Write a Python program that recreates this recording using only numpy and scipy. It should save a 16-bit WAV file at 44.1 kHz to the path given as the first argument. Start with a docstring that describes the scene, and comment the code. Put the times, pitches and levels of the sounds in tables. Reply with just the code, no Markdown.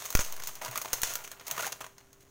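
"""A small kitchen: vegetables fry under a glass lid, with fine crackle, sharp pops and wet sputters.
Shaped noise bursts make the pops, dense random grains the fizz and bubbling, damped rising tones the bubbles.
Damped modes of pan and lid ring with the food, and a short decaying room tail follows it.
Dull bumps push air against the close microphone, whose port colours the treble; soft low booms,
room noise and a faint appliance hum lie below."""
import sys
import numpy as np
from scipy import signal
from scipy.fft import rfft, irfft, next_fast_len
from scipy.io import wavfile

SR = 44100
rng = np.random.default_rng(int(sys.argv[2]) if len(sys.argv) > 2 else 0)


def wav_out(sig):
    """Save sig, one row per channel (or a flat mono array), as 16-bit PCM at SR to the path in sys.argv[1]."""
    wavfile.write(sys.argv[1], SR, np.round(np.clip(np.atleast_2d(sig).T, -1, 1) * 32767).astype(np.int16))


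N = 101429  # length in samples


def amp(db):
    """Level law: the amplitude ratio is ten to the power of db / 20."""
    return 10 ** (np.asarray(db) / 20)


def decay(t, t60_s):
    """Exponential damping: the level falls 60 dB in each t60_s."""
    return amp(-60 * t / t60_s)


def unit(x):
    """Power normalisation: x scaled to rms 1."""
    return x / np.sqrt(np.mean(x ** 2) + 1e-20)


def along(points, hz):
    """Interpolation of (hz, value) points on a logarithmic frequency axis."""
    point_hz, values = np.transpose(points)
    return np.interp(np.log(hz + 1), np.log(point_hz + 1), values)


def shaped(x, level_db):
    """Minimum-phase filtering: a folded cepstrum gives the causal filter of gain level_db(hz)."""
    size = 2 * next_fast_len(N)
    cepstrum = irfft(np.log(amp(level_db(np.fft.rfftfreq(size, 1 / SR)))))
    cepstrum[1:size // 2] *= 2
    cepstrum[size // 2 + 1:] = 0
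    response = np.exp(rfft(cepstrum))
    return irfft(rfft(x, size) * response)[:N]


def coloured(x, spectrum):
    """Spectral shaping at constant mean power gain, so that white input keeps its power."""
    def level_db(hz):
        curve_db = along(spectrum, hz)
        return curve_db - 10 * np.log10(np.mean(amp(curve_db) ** 2))
    return shaped(x, level_db)


def brightened(x, treble_db):
    """Crossover filtering: the band above 8 kHz is raised or lowered against the rest."""
    def band(kind):
        section = signal.butter(2, 8000, kind, fs=SR, output="sos")
        return signal.sosfilt(np.tile(section, (2, 1)), x)  # the section runs twice
    return band("low") + amp(treble_db) * band("high")


def add(track, start_s, sound):
    """Superposition: a sound is summed into the track from its start time."""
    part = track[max(round(start_s * SR), 0):][:len(sound)]
    part += sound[:len(part)]


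def burst(envelope):
    """Impulsive noise under an envelope, with exactly the envelope's energy."""
    spikiness = 1.16  # an exponent above 1 breaks the noise into separate ticks
    noise = rng.standard_normal(len(envelope))
    spiky = envelope * np.sign(noise) * abs(noise) ** spikiness
    return spiky * np.linalg.norm(envelope) / np.linalg.norm(spiky)


def grains(per_s, scatter_db, smooth):
    """Shot noise: random ticks of scattered size over a share of smooth noise, at rms 1."""
    size = amp(scatter_db * np.minimum(rng.exponential(size=N), 4))
    struck = rng.random(N) < per_s / SR
    ticks = struck * size * rng.choice([-1, 1], N)
    return unit(unit(ticks) + smooth * rng.standard_normal(N))


def background():
    """Stationary noise: filtered room noise plus steady sine partials of an appliance hum."""
    # partials of the hum: pitch_hz, rms_level_db
    hum_partials = [(272, -75.5), (394, -69)]
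    # spectrum of the room noise: frequency_hz, relative_level_db
    floor_spectrum = [(20, 8), (60, 2), (130, 4.5), (200, -4.5), (280, -2), (420, -7), (520, -9.5),
                      (1200, -15), (3000, -27), (16000, -28)]
    floor_db = -64
    t = np.arange(N) / SR
    hum = 0
    for hz, db in hum_partials:
        hum = hum + amp(db) * np.sqrt(2) * np.sin(2 * np.pi * (hz * t + rng.random()))
    return hum + amp(floor_db) * coloured(rng.standard_normal(N), floor_spectrum)


def kitchen(x):
    """Diffuse reverberation: decaying noise tails, cross-faded over time, each band with its own decay."""
    # reverberation of the room: frequency_hz, t60_s
    reverberation = [(100, 0.18), (1000, 0.29), (6000, 0.31), (16000, 0.41)]
    gap_s = 0.004  # delay before the tail
    out, t = np.zeros(N), np.arange(N) / SR
    centres_s = np.linspace(0, N / SR, 9)
    for centre_s in centres_s:
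        hz, age, z = signal.stft(rng.standard_normal(SR // 2), SR, nperseg=256)
        damped = z * decay(age, along(reverberation, hz)[:, None])
        tail = signal.istft(damped, SR, nperseg=256)[1]
        # neighbouring shares overlap and add to constant power
        share = np.maximum(1 - abs(t - centre_s) / centres_s[1], 0) ** .5
        add(out, gap_s, signal.fftconvolve(x * share, tail / np.linalg.norm(tail)))
    return out


def booms():
    """Modal vibration: one damped low mode, likely of the stove top, sounds softly."""
    # soft low booms: start_s, level_db
    boom_table = [(.684, -41.5), (0.956, -48), (1.665, -54)]
    boom_hz, rise_s, t60_s = 121.4, 0.0056, 0.19
    out, t = np.zeros(N), np.arange(SR // 2) / SR
    ring = (1 - np.exp(-t / rise_s)) * decay(t, t60_s) * np.sin(2 * np.pi * boom_hz * t)
    for start_s, db in boom_table:
        add(out, start_s, amp(db) * ring)
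    return out


def bumps():
    """Pressure relaxation: a step of air pressure leaks away and swings back, with a short dull knock."""
    # bumps on the microphone: start_s, pressure_step (linear scale factor), leak_s
    bump_table = [(.1520, 0.2, 0.044), (0.1926, 0.081, 0.09), (0.933, -0.013, 0.038),
                  (1.0319, -0.021, 0.064)]
    rise_s = 0.00024
    knock_hz, knock_t60_s, knock_db = 570, 0.0083, -9.5  # level relative to the step
    out, t = np.zeros(N), np.arange(SR) / SR
    knock = amp(knock_db) * decay(t, knock_t60_s) * np.sin(2 * np.pi * knock_hz * t)
    for start_s, step, leak_s in bump_table:
        push = (1 - t / leak_s) * np.exp(-t / leak_s)
        add(out, start_s, step * (1 - np.exp(-t / rise_s)) * (push + knock))
    return out


def pan(x):
    """Modal resonance: the food's sound drives damped modes of the pan and lid."""
    # modes of pan and lid: pitch_hz, gain_db, t60_s
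    modes = [(491, -7.5, 0.13), (640, -2, 0.035), (715, -1.5, 0.083), (972, 0, 0.16), (1233, -4, 0.2),
             (1422, -0.5, 0.038), (2700, -39, 0.16), (4210, -1.5, 0.038), (5730, -8, 0.021),
             (6510, -5.5, 0.057)]
    t = np.arange(SR // 3) / SR
    ring = np.zeros(len(t))
    for hz, db, t60_s in modes:
        unit_gain = 2 * np.log(1000) / (t60_s * SR)  # gain near 1 at resonance
        ring += amp(db) * unit_gain * decay(t, t60_s) * np.cos(2 * np.pi * hz * t)
    return signal.fftconvolve(x, ring)[:N]


def bubble(hz, t60_s):
    """Bubble oscillation: a damped tone that starts at hz and rises slightly in pitch."""
    rise_s, glide_per_s = 0.00066, 4.4  # the pitch rises by twice the glide, as phase holds t squared
    t = np.arange(SR // 16) / SR
    tone = np.sin(2 * np.pi * hz * t * (1 + glide_per_s * t))
    return (1 - np.exp(-t / rise_s)) * decay(t, t60_s) * tone


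def small_bubbles():
    """Random superposition of many bubbles of scattered pitch and size, at rms 1."""
    per_s, middle_hz, range_oct = 800, 1676, 2.28
    t60_cycles = 16.6  # higher bubbles die sooner
    out = np.zeros(N)
    for when, pitch, size in rng.random((int(per_s * N / SR), 3)):
        hz = middle_hz * 2 ** (range_oct * (pitch - .5))
        add(out, when * N / SR, size * bubble(hz, t60_cycles / hz))
    return unit(out)


def plops():
    """Bubble oscillation: the largest bubbles ring as separate damped tones."""
    # largest ringing bubbles: start_s, pitch_hz, level_db, t60_s
    plop_table = [(.647, 1160, -27, .018), (0.658, 931, -29, 0.048), (0.7571, 1140, -21, 0.014),
                  (0.9388, 1060, -29, 0.023), (1.0333, 1000, -19.5, 0.013), (1.577, 1156, -22.5, 0.021),
                  (1.5935, 1370, -25.5, 0.028), (1.594, 2750, -29.5, 0.025), (1.602, 1950, -31, .022),
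                  (1.627, 585, -31, 0.025), (1.63, 1370, -29, 0.034), (1.638, 2090, -31, 0.022),
                  (1.645, 1700, -25, 0.024)]
    out = np.zeros(N)
    for start_s, hz, db, t60_s in plop_table:
        add(out, start_s, amp(db) * bubble(hz, t60_s))
    return out


def frying():
    """Modulated shot noise: fizz and bubbling rise and fall, and sputters add their power to both."""
    # changing simmer, the rise and fall of fizz and bubbling: time_s, fizz_db, bubbling_db
    simmer = [(0, -42.5, -49.5), (.14, -47.5, -52), (.22, -39.5, -48.5), (.31, -46.5, -51),
              (.40, -54, -50.5), (.46, -45.5, -54.5), (.53, -50, -53), (.60, -55, -56), (.64, -67, -51),
              (.73, -47.5, -44.5), (.86, -50, -54.5), (0.916, -50, -49), (.96, -42.5, -45),
              (1.01, -47.5, -50), (1.07, -36, -44), (1.2, -54, -49.5), (1.29, -56, -57), (1.38, -67, -57.5),
              (1.45, -57.5, -55.5), (1.5, -51, -43.5), (1.67, -39.5, -48.5), (1.78, -87, -59.5),
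              (1.84, -56, -52), (1.92, -68.5, -67), (2.3, -68, -69)]
    # sputters: start_s, length_s, bubbling_db, fizz_db
    sputter_table = [(0.194, 0.025, -42, -33.5), (0.477, 0.016, -43, -39), (0.614, 0.074, -40, -44),
                     (0.758, 0.025, -40, -57), (0.809, 0.005, -40, -50), (0.8473, 0.01, -38, -41.5),
                     (0.878, 0.0077, -45.5, -43.5), (1.039, 0.021, -61, -35.5), (1.095, 0.037, -45.5, -40),
                     (1.239, 0.014, -45, -40), (1.307, 0.03, -52.5, -56.5), (1.409, 0.0077, -49, -55),
                     (1.466, 0.022, -54, -43), (1.502, 0.017, -41.5, -44), (1.578, 0.0043, -32.5, -46),
                     (1.592, 0.018, -38, -37), (1.621, 0.056, -37, -41), (1.722, 0.0044, -45.5, -31.5),
                     (1.806, 0.016, -41, -42), (1.843, 0.0045, -40.5, -45.5), (2.004, 0.0074, -54.5, -66),
                     (2.204, 0.026, -67, -59)]
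    # spectrum of the fizz: frequency_hz, relative_level_db
    fizz_spectrum = [(100, -31), (500, -12), (1500, -9.5), (2700, 1), (4300, -1), (7500, -0.5), (10000, -2),
                     (13000, -5), (16000, -4)]
    # spectrum of the bubbling: frequency_hz, relative_level_db
    bubbling_spectrum = [(40, -46), (90, -16), (125, 0.5), (200, -12.5), (350, -7), (500, -2.5), (680, -1),
                         (820, -11), (1050, 1.5), (1400, -5), (2000, -1.5), (3200, -7.5), (6000, -23),
                         (16000, -17)]
    fall_s = 0.0036  # time constant at the end of a sputter

    t = np.arange(N) / SR
    times, fizz_db, bubbling_db = np.transpose(simmer)
    fizz = amp(np.interp(t, times, fizz_db))
    bubbling = amp(np.interp(t, times, bubbling_db))
    for start_s, length_s, low_db, high_db in sputter_table:
        flare = (t > start_s) * np.exp(-np.maximum(t - start_s - length_s, 0) / fall_s)
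        fizz = np.hypot(fizz, amp(high_db) * flare)
        bubbling = np.hypot(bubbling, amp(low_db) * flare)

    fizz_noise = fizz * grains(per_s=1200, scatter_db=3.5, smooth=1)
    bubbling_noise = bubbling * grains(per_s=550, scatter_db=3, smooth=0.23)
    return (amp(-2.0) * coloured(fizz_noise, fizz_spectrum)
            + amp(-1.0) * coloured(bubbling_noise, bubbling_spectrum)
            + amp(-5.5) * bubbling * small_bubbles())


def pops():
    """Impulsive radiation: each bursting drop is a snap and crack, a fading spray and a duller body."""
    # sharp pops: start_s, crack_db, body_db, treble_db (levels before the common gains below)
    pop_table = [(0.0488, -30, -35, 4), (0.055, -22.5, -56, 3.5), (0.0594, -19, -36.5, -4),
                 (0.1042, -19.5, -35, 3.5), (0.1261, -21, -41, 0), (0.1512, -9.5, -17.5, 3.5),
                 (0.1721, -15, -33, -3), (0.191, -39, -22, 3), (0.2081, -19.0, -33, 1),
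                 (0.2481, -19, -46, -3), (0.324, -20, -53, -2), (0.365, -26, -41.5, -0.5),
                 (0.3992, -38.5, -36, 12.5), (0.4221, -23, -42, -10), (0.4362, -19, -43, -3),
                 (0.4726, -17.5, -48, 3), (0.5539, -22.5, -57.0, -4), (0.6212, -27, -43, 0),
                 (0.6484, -17.0, -49.0, -5), (0.6601, -24, -36.5, -1), (0.712, -25.0, -62.5, 2.5),
                 (0.7573, -14, -34, -4.5), (0.7759, -17, -35, 5.5), (0.8158, -20, -32.5, 3),
                 (0.8205, -23.5, -52, 2), (0.9311, -6.5, -26.5, -2.5), (0.9372, -14.0, -33.5, 1),
                 (1.0177, -17.5, -54, 6.5), (1.0332, -5, -25.0, -5.5), (1.102, -29, -38.5, 2),
                 (1.137, -19.5, -51, 1), (1.1548, -14, -31, 2), (1.2762, -27.5, -39, -2),
                 (1.316, -21, -46, -3.5), (1.3973, -27.5, -41.5, -24), (1.471, -26.0, -42, -1),
                 (1.4807, -27.5, -38, 8), (1.5119, -13, -59, 2.5), (1.5654, -31, -35.5, 6),
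                 (1.5795, -23.0, -47, 0), (1.6065, -23.5, -32, 3), (1.6248, -22, -36, -3),
                 (1.666, -23, -46, 6), (1.7269, -21, -33, -12), (1.8649, -33.5, -41, 0),
                 (1.9817, -32, -49, -9), (2.1298, -37, -58, -1)]
    # spectrum of the cracks: frequency_hz, relative_level_db
    crack_spectrum = [(100, -18.5), (400, -12), (1000, -3.5), (2000, -5.5), (3200, 0.5), (7500, -0.5),
                      (10000, -1.5), (13000, 1), (16000, 2)]
    # spectrum of the bodies: frequency_hz, relative_level_db
    body_spectrum = [(40, -27), (150, -10.5), (300, -10), (500, 3), (800, -10.5), (1000, 4), (1500, 3.5),
                     (2100, 5.5), (3200, -8.5), (6000, -5.5), (16000, -26)]
    crack_gain_db, body_gain_db, rise_s = -9, 2, 0.00019
    snap_db, snap_t60_s = 2, 0.00068  # the first instant of a pop
    spray_db, spray_t60_s = -7.5, 0.055  # the fine spray that follows
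    crack_t60_s, body_t60_s = 0.0067, 0.019

    cracks, bodies, t = np.zeros(N), np.zeros(N), np.arange(SR // 8) / SR
    rise = 1 - np.exp(-t / rise_s)
    snap = amp(snap_db) * decay(t, snap_t60_s)
    spray = amp(spray_db) * decay(t, spray_t60_s)
    crack_shape = snap + rise * (decay(t, crack_t60_s) + spray)
    body_shape = rise * decay(t, body_t60_s)
    for start_s, crack_db, body_db, treble_db in pop_table:
        crack = brightened(burst(crack_shape), treble_db)
        add(cracks, start_s, amp(crack_db + crack_gain_db) * crack)
        add(bodies, start_s, amp(body_db + body_gain_db) * burst(body_shape))
    return coloured(cracks, crack_spectrum) + coloured(bodies, body_spectrum)


def scene():
    """Superposition: food, ringing pan and room tail, plus bumps, booms and background."""
    food = pops() + frying() + plops()
    ringing = food + pan(food)
    in_room = ringing + amp(-10.5) * kitchen(ringing)
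    mix = amp(-2.5) * in_room + bumps() + booms() + background()
    return mix[None]


def record(dry):
    """Transducer response: port resonances lift the treble, and a steep low-pass sets the band limit."""
    # microphone resonances: centre_hz, width_hz, gain_db
    resonances = [(6467, 1120, 10), (14940, 1900, 5)]
    top_hz = 15900

    def port_db(hz):
        return sum(db / (1 + (2 * (hz - centre) / width) ** 2) for centre, width, db in resonances)

    x = shaped(dry[0], port_db)
    low_pass = 1 / (1 + (np.fft.rfftfreq(2 * N, 1 / SR) / top_hz) ** 160)
    return irfft(rfft(x, 2 * N) * low_pass)[None, :N]


dry = scene()
out = record(dry)
wav_out(out)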